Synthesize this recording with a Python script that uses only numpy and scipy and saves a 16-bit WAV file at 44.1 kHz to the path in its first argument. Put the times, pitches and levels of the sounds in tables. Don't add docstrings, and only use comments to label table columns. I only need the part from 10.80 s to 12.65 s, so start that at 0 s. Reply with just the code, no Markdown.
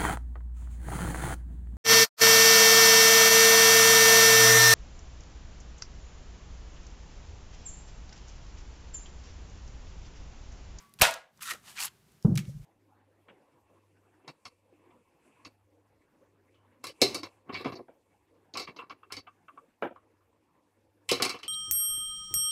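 import sys
import numpy as np
from scipy import signal
from scipy.fft import rfft, irfft, next_fast_len
from scipy.io import wavfile
from scipy.ndimage import uniform_filter1d, map_coordinates

SR = 44100
rng = np.random.default_rng(int(sys.argv[2]) if len(sys.argv) > 2 else 0)


def file_out(sig):
    cols = np.atleast_2d(sig).T
    lim = np.clip(cols, -1, 1)
    pcm = np.round(lim * 32767).astype(np.int16)
    wavfile.write(sys.argv[1], SR, pcm)


def attenuation_scalar(level_db):
    decades = np.asarray(level_db, float) / 20
    return 10 ** decades


N = 81585
T = np.arange(N) / SR


def unit(x):
    return x / np.sqrt(np.mean(x ** 2) + 1e-20)


def along(points, hz):
    f, v = np.transpose(points)
    return np.interp(np.log(hz + 1), np.log(f + 1), v)


def filtered(x, response):
    m = next_fast_len(len(x) + SR // 2)
    return irfft(rfft(x, m) * response(np.fft.rfftfreq(m, 1 / SR)), m)[:len(x)]


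def peak(f, hz, wide_hz):
    return 1j * f * wide_hz / (hz * hz - f * f + 1j * f * wide_hz + 1e-9)


def body(modes):
    return lambda f: sum((-1) ** k * attenuation_scalar(db) * peak(f, hz, wide_hz)
                         for k, (hz, wide_hz, db) in enumerate(modes))


def low_cut(f, edge_hz):
    return 1 / (1 + (edge_hz / (f + 1)) ** 8)


def wobble(rate):
    return map_coordinates(rng.standard_normal(int(N * rate / SR) + 4), [T * rate])


def waver(depth):
    return 1 + depth * wobble(55)


def hiss(points):
    return unit(filtered(rng.standard_normal(N), lambda f: attenuation_scalar(along(points, f))))


def window(s, length):
    return np.cos(np.pi * np.clip((T - s) / length, -.5, .5)) ** 2


def patchy(x):
    patch_db = 1
    z = signal.stft(x, nperseg=256)[2]
    field = uniform_filter1d(rng.standard_normal(z.shape), size=8, axis=0)
    field = uniform_filter1d(field, size=4, axis=1)
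    return signal.istft(z * attenuation_scalar(patch_db * unit(field)), nperseg=256)[1][:N]


def clicks(table, ring_q=2.2, snap_db=10):
    flat_db, dull_hz, reach = -10.5, 1200, 1.7
    out, t = np.zeros(N + SR), np.arange(SR // 10) / SR
    for s, db, hz, t60 in table:
        shape = attenuation_scalar(-60 * t / t60)
        crackle = rng.standard_normal(len(t)) * shape
        crackle[0] -= attenuation_scalar(snap_db)
        edge = min(dull_hz, hz / 2)

        def metal(f):
            crack = (1j * f / (edge + 1j * f)) ** 2 / (1 + 1j * f / (reach * hz)) ** 2
            return peak(f, hz, hz / ring_q) + attenuation_scalar(flat_db) * crack

        click = filtered(crackle, metal)
        level = attenuation_scalar(db) * np.linalg.norm(shape) / np.linalg.norm(click)
        out[round(s * SR):][:len(t)] += level * click
    return out[:N]


# (frequency [Hz], t60 [s])
ROOM = [(150, 0.34), (400, 0.4), (700, 0.34), (2000, 0.32), (5000, 0.25), (10000, 0.23), (15000, 0.2)]


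def decay(tone):
    hz, t, z = signal.stft(rng.standard_normal(SR // 2), SR, nperseg=256)
    dying = z * attenuation_scalar(-60 * t / along(ROOM, hz)[:, None])
    tail = signal.istft(dying, SR, nperseg=256)[1]
    return filtered(tail, lambda f: attenuation_scalar(along(tone, f)))


# (frequency [Hz], level [dB])
ROOM_TONE = [(150, -0.5), (600, -6), (15000, -14.5)]


def room(x, wet_db):
    tail = np.pad(decay(ROOM_TONE), (round(.004 * SR), 0))
    return x + attenuation_scalar(wet_db) * signal.fftconvolve(x, tail / np.linalg.norm(tail))[:N]


# (frequency [Hz], level [dB per Hz])
AIR = [(15, -50), (25, -31.5), (44, -10), (140, -2), (240, -4), (274, -11.5), (410, -9), (445, -15.5),
       (15500, -28.5)]
# (time [s], level [dB])
AIR_LEVEL = [(0, -66), (.2, -68.5), (.4, -77), (.5, -77.5), (.57, -66), (.85, -64.5), (1.2, -66.5),
             (1.85, -64)]


def room_air():
    level_db = np.interp(T, *np.transpose(AIR_LEVEL)) + 0.9 * wobble(36)
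    return attenuation_scalar(level_db) * hiss(AIR)


# (frequency [Hz], level [dB], t60 [s])
LINGER = [(1000, -62, .26), (1136, -61, .7), (2060, -71.5, 0.47), (2256, -73, .3), (2562, -73.5, .3)]
# (frequency [Hz], level [dB per Hz])
FADE_TONE = [(300, -21), (900, -3), (1200, 2), (2500, -5.5), (6000, -11), (15000, -18)]


def earlier_click():
    ring = np.zeros(N)
    for hz, db, t60 in LINGER:
        level = attenuation_scalar(db - 60 * T / t60) * waver(.45)
        ring += level * np.sin(2 * np.pi * (hz * T + rng.random()))
    return ring + attenuation_scalar(-60 - 60 * T / .4) * hiss(FADE_TONE)


# (time [s], level [dB], ring [Hz], t60 [s])
TICKS = [(.024, -58, 11200, 0.0099), (.094, -63, 10300, .015), (.1385, -55, 4800, 0.018),
         (.1388, -49, 10800, 0.017), (.31, -30.5, 9500, 0.0066), (.339, -33, 5456, 0.023),
         (.5745, -57.5, 6000, 0.016), (.593, -53.5, 1140, 0.016), (.84, -57.5, 1500, 0.023),
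         (1.32, -61.5, 9000, 0.015), (1.426, -50, 5150, 0.014), (1.5553, -39.5, 6490, 0.034),
         (1.557, -50, 3200, 0.037), (1.56, -38, 2900, 0.017), (1.5753, -27, 4610, 0.019),
         (1.5765, -35.5, 7460, 0.014), (1.577, -31, 2300, 0.019), (1.5808, -31.5, 4700, 0.011),
         (1.581, -33, 2464, 0.013), (1.583, -40, 7730, 0.011), (1.588, -39.5, 2382, 0.072),
         (1.591, -40, 6900, 0.012), (1.602, -59, 2580, 0.05), (1.653, -51, 2980, 0.016)]


def mechanism():
    return clicks(TICKS)


# (time [s], level [dB], ring [Hz], t60 [s])
CUT = [(.189, -46, 2640, 0.043), (.1945, -47.5, 11500, 0.06), (.1965, -42, 4750, 0.012),
       (.2005, -50.5, 9100, 0.039), (.199, -44, 1200, 0.27), (.2118, -29.5, 3700, 0.021),
       (.2138, -15, 2640, 0.025), (.2165, -18.5, 860, 0.019), (.2175, -10.5, 11400, 0.024),
       (.2185, -14.5, 5340, 0.031), (.2192, -5, 2460, 0.0083), (.2208, -9.5, 650, 0.008),
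       (.2225, -19, 4500, 0.005), (.2275, -18, 1729, 0.005), (.235, -21, 1650, .03),
       (.252, -18, 1790, 0.027), (.27, -22.5, 999, .02)]


def cut():
    return clicks(CUT)


# (time [s], level [dB])
JOLT = [
    (0.1984, -45.5),
    (0.208, -31),
    (.222, -18),
]


def hand_jolt():
    pushes = sum(attenuation_scalar(db) * window(s, 0.0026) for s, db in JOLT)
    return filtered(pushes, lambda f: 2 * peak(f, 70, 120))


# (frequency [Hz], level [dB per Hz])
CUT_TONE = [(150, -17), (400, -18.5), (480, -2.5), (650, 3), (1500, -3), (3000, -1), (8000, -7),
            (15000, -16)]


def wall_tail():
    return decay(CUT_TONE)


def cut_echo(tail):
    echo = np.zeros(N)
    echo[round(.221 * SR):][:len(tail)] = attenuation_scalar(-19) * tail / np.std(tail[:SR // 50])
    return patchy(echo)


# (frequency [Hz], level [dB], t60 [s])
STEEL = [(660, -23.5, 0.26), (941, -26.5, .25), (1343, -28, .3), (1445, -30.5, 0.31), (1646, -30, 0.32),
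         (1851, -28.5, .24), (2160, -29, .18), (2554, -28.5, 0.25), (2780, -26, 0.18), (3200, -31.5, .17),
         (3416, -30.5, 0.17), (4470, -33, .2), (4890, -32.5, .17)]


def steel():
    u = np.maximum(T - .222, 0)
    rise = 1 - np.exp(-u / 0.014)
    return sum(attenuation_scalar(db - 60 * u / t60) * waver(.9) * rise * np.sin(2 * np.pi * hz * u)
               for hz, db, t60 in STEEL)


# (time [s], pressure [dB], brightness [0-1])
SLIDES = [
    [(.606, -53, 0.4), (.61, -54, 0.31), (.627, -44.5, 0.8), (.65, -46.5, 0.67), (.685, -41.5, 0.14),
     (.711, -35.5, 0.34), (.735, -46.5, 0.1), (.77, -61.5, 0.2), (.83, -78.5, 0.6)],
    [(.82, -72, .3), (.845, -64, 0.34), (.872, -52, 0.1), (.9, -51.5, 0.26), (.925, -58, 0.54),
     (.945, -60, 0.3), (.96, -55, .5)],
    [(.958, -58, .1), (.972, -44.5, 0), (.982, -46, 0), (1.005, -38.5, 0.6), (1.027, -37, 0.47),
     (1.053, -35, 0.85), (1.062, -44, 0.58), (1.083, -48, 0), (1.11, -100, .4)],
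]
SLIDE_EDGE_HZ = [1000, 700, 800]
# (frequency [Hz], width [Hz], level [dB])
DIE = [
    [(1290, 170, 9.5), (1910, 62, 13.5), (3840, 210, -4)],
    [(1760, 270, -10.5), (3700, 303, 7)],
    [(1030, 130, -11), (2410, 250, 4.5), (4400, 200, -3.5)],
]
# (frequency [Hz], level [dB per Hz])
SKIN_DULL = [(300, 12), (800, -6), (1300, -4.5), (2000, -5), (2800, -2), (4000, -7), (8000, -9),
             (15500, -24.5)]
SKIN_BRIGHT = [(300, 5), (800, 5.5), (1500, -12.5), (3000, -9.5), (6000, -1), (10400, 1), (13000, -2),
               (15500, -5.5)]


def finger_slides():
    grains_per_s, grain_spread_db, grain_share, jerk_db = 1800, 10, 0.74, 0.5
    out = np.zeros(N)
    for rows, edge_hz, hollows in zip(SLIDES, SLIDE_EDGE_HZ, DIE):
        s, pressure_db, bright = np.transpose(rows)
        slips = rng.random(N) < grains_per_s / SR
        grains = slips * attenuation_scalar(grain_spread_db * rng.random(N)) * rng.standard_normal(N)
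        friction = patchy(unit(grains) * grain_share + rng.standard_normal(N))
        rub = filtered(friction, lambda f: (1 + body(hollows)(f)) * (0.0272 + low_cut(f, edge_hz)))
        dull = unit(filtered(rub, lambda f: attenuation_scalar(along(SKIN_DULL, f))))
        sharp = unit(filtered(rub, lambda f: attenuation_scalar(along(SKIN_BRIGHT, f))))
        mix = np.clip(np.interp(T, s, bright), 0, 1) * np.pi / 2
        level_db = np.interp(T, s, pressure_db, -120, -120) + jerk_db * wobble(120)
        out += attenuation_scalar(level_db) * (np.cos(mix) * dull + np.sin(mix) * sharp)
    return out


# (time [s], level [dB], ring [Hz], t60 [s])
CATCHES = [(.609, -46, 2820, 0.033), (.62, -39, 1285, 0.036), (.625, -34.5, 10160, 0.0191),
           (.631, -36.5, 2432, 0.025), (.6871, -38, 1350, 0.038), (.691, -58, 1290, 0.035),
           (.699, -37, 1340, 0.14), (.7076, -36.5, 4000, 0.018), (.7085, -33, 1990, 0.071),
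           (.7135, -42, 1160, 0.029), (.72, -41, 1730, 0.034), (.7365, -36, 6550, .006),
           (.966, -46, 1498, 0.051), (.9748, -39, 2320, 0.027), (.9793, -43, 2590, .02),
           (.9833, -33, 2398, 0.019), (.9885, -33, 2316, 0.039), (1.0025, -32, 4540, .02),
           (1.0045, -33, 2510, 0.027), (1.0155, -30, 5000, 0.012), (1.0228, -31.5, 2580, .035),
           (1.0255, -34, 4400, 0.03), (1.0355, -23.5, 7950, 0.0067), (1.044, -36, 3000, .015),
           (1.049, -37.5, 1100, 0.029), (1.0505, -32, 10500, .015), (1.056, -26, 10970, 0.011),
           (1.079, -41, 3200, 0.02)]


def skin_catches():
    return filtered(clicks(CATCHES, ring_q=11, snap_db=3), lambda f: low_cut(f, 1000))


# (time [s], level [dB])
LIFT = [
    (.705, -68),
    (.72, -54),
    (.75, -52.5),
    (.775, -76.5),
]
# (frequency [Hz], level [dB per Hz])
PALM = [(100, -17.5), (200, -3.5), (400, 0), (900, -2.5), (1500, -23.5)]


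def palm_shift():
    return attenuation_scalar(np.interp(T, *np.transpose(LIFT), -120, -120)) * hiss(PALM)


# (time [s], level [dB])
SETTLE = [
    (1.4, -88),
    (1.45, -64.5),
    (1.54, -76.5),
    (1.6, -53),
    (1.64, -70),
    (1.695, -61),
    (1.73, -73.5),
    (1.79, -74),
    (1.85, -76),
]
# (frequency [Hz], level [dB])
PAPER = [(1200, -22.5), (5500, 0.5), (15000, -11.5)]


def paper_rustle():
    level_db = np.interp(T, *np.transpose(SETTLE), -120) + 0.83 * wobble(100)
    return attenuation_scalar(level_db) * hiss(PAPER)


# (time [s], level [dB], t60 [s])
WOOD_HITS = [
    (1.447, -23, 0.07),
    (1.448, -29, 0.24),
    (1.49, -43, 0.12),
    (1.51, -42.5, 0.46),
]
# (frequency [Hz], level [dB per Hz])
WOOD = [(200, 7), (300, 8.5), (550, -6), (1000, -17.5), (1600, -27.5), (2200, -51)]


def wood_rattle():
    level = np.zeros(N)
    for s, db, t60 in WOOD_HITS:
        rise = (1 - np.exp(-np.maximum(T - s, 0) / 0.00091)) ** 2
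        level += attenuation_scalar(db - 60 * np.abs(T - s) / t60) * rise
    return level * hiss(WOOD)


# (centre time [s], level [dB], length
# [s], pad bounce [Hz])
KNOCKS = [(1.4498, -21, .005, 300), (1.4562, -7.5, .021, 156), (1.4705, -23, .014, 200),
          (1.48, -24, .018, 180), (1.4886, -16, 0.017, 195), (1.506, -23.5, .03, 125),
          (1.5255, -16.5, 0.02, 160), (1.5415, -30, .016, 170), (1.548, -28, .016, 190),
          (1.567, -20.5, 0.046, 138), (1.594, -28.5, 0.04, 185), (1.685, -29, 0.018, 140),
          (1.702, -34, 0.082, 138.2), (1.694, -51.5, 0.016, 545), (1.757, -36, 0.033, 154),
          (1.771, -34.5, 0.024, 150), (1.805, -42, 0.038, 127), (1.76, -48.5, 0.068, 49),
          (1.815, -50, .08, 45), (0.165, -64, 0.025, 130)]
# (frequency [Hz], width [Hz], level [dB])
TABLE = [(56, 9, 7), (112, 10, -7), (140, 10, -9), (197, 14, -1), (222, 13, -1), (280, 14, 9)]


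def table_knocks():
    lag_s = .0005
    bounce = sum(-attenuation_scalar(db) * window(s + lag_s, length) * np.cos(2 * np.pi * hz * (T - s))
                 for s, db, length, hz in KNOCKS)
    return bounce + attenuation_scalar(-16) * filtered(bounce, body(TABLE))


def scene():
    air = room_air()
    before = earlier_click()
    tail = wall_tail()
    punch = cut() + steel() + cut_echo(tail) + hand_jolt()
    ticks = room(mechanism(), -16.5)
    handling = room(palm_shift() + finger_slides() + skin_catches() + paper_rustle(), -23.5)
    table = room(wood_rattle() + table_knocks(), -24)
    return (before + punch + ticks + handling + table + air)[None]


def top_cut(x):
    return signal.sosfilt(signal.butter(12, 16460, fs=SR, output="sos"), x)


def record(dry):
    ceiling = .76
    soft = dry[0] / (1 + np.abs(dry[0] / ceiling) ** 4) ** .25
    mix = filtered(soft, lambda f: 1 / (1 + (f / 15400) ** 60))[None]
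    return top_cut(mix)


dry = scene()
out = record(dry)
file_out(out)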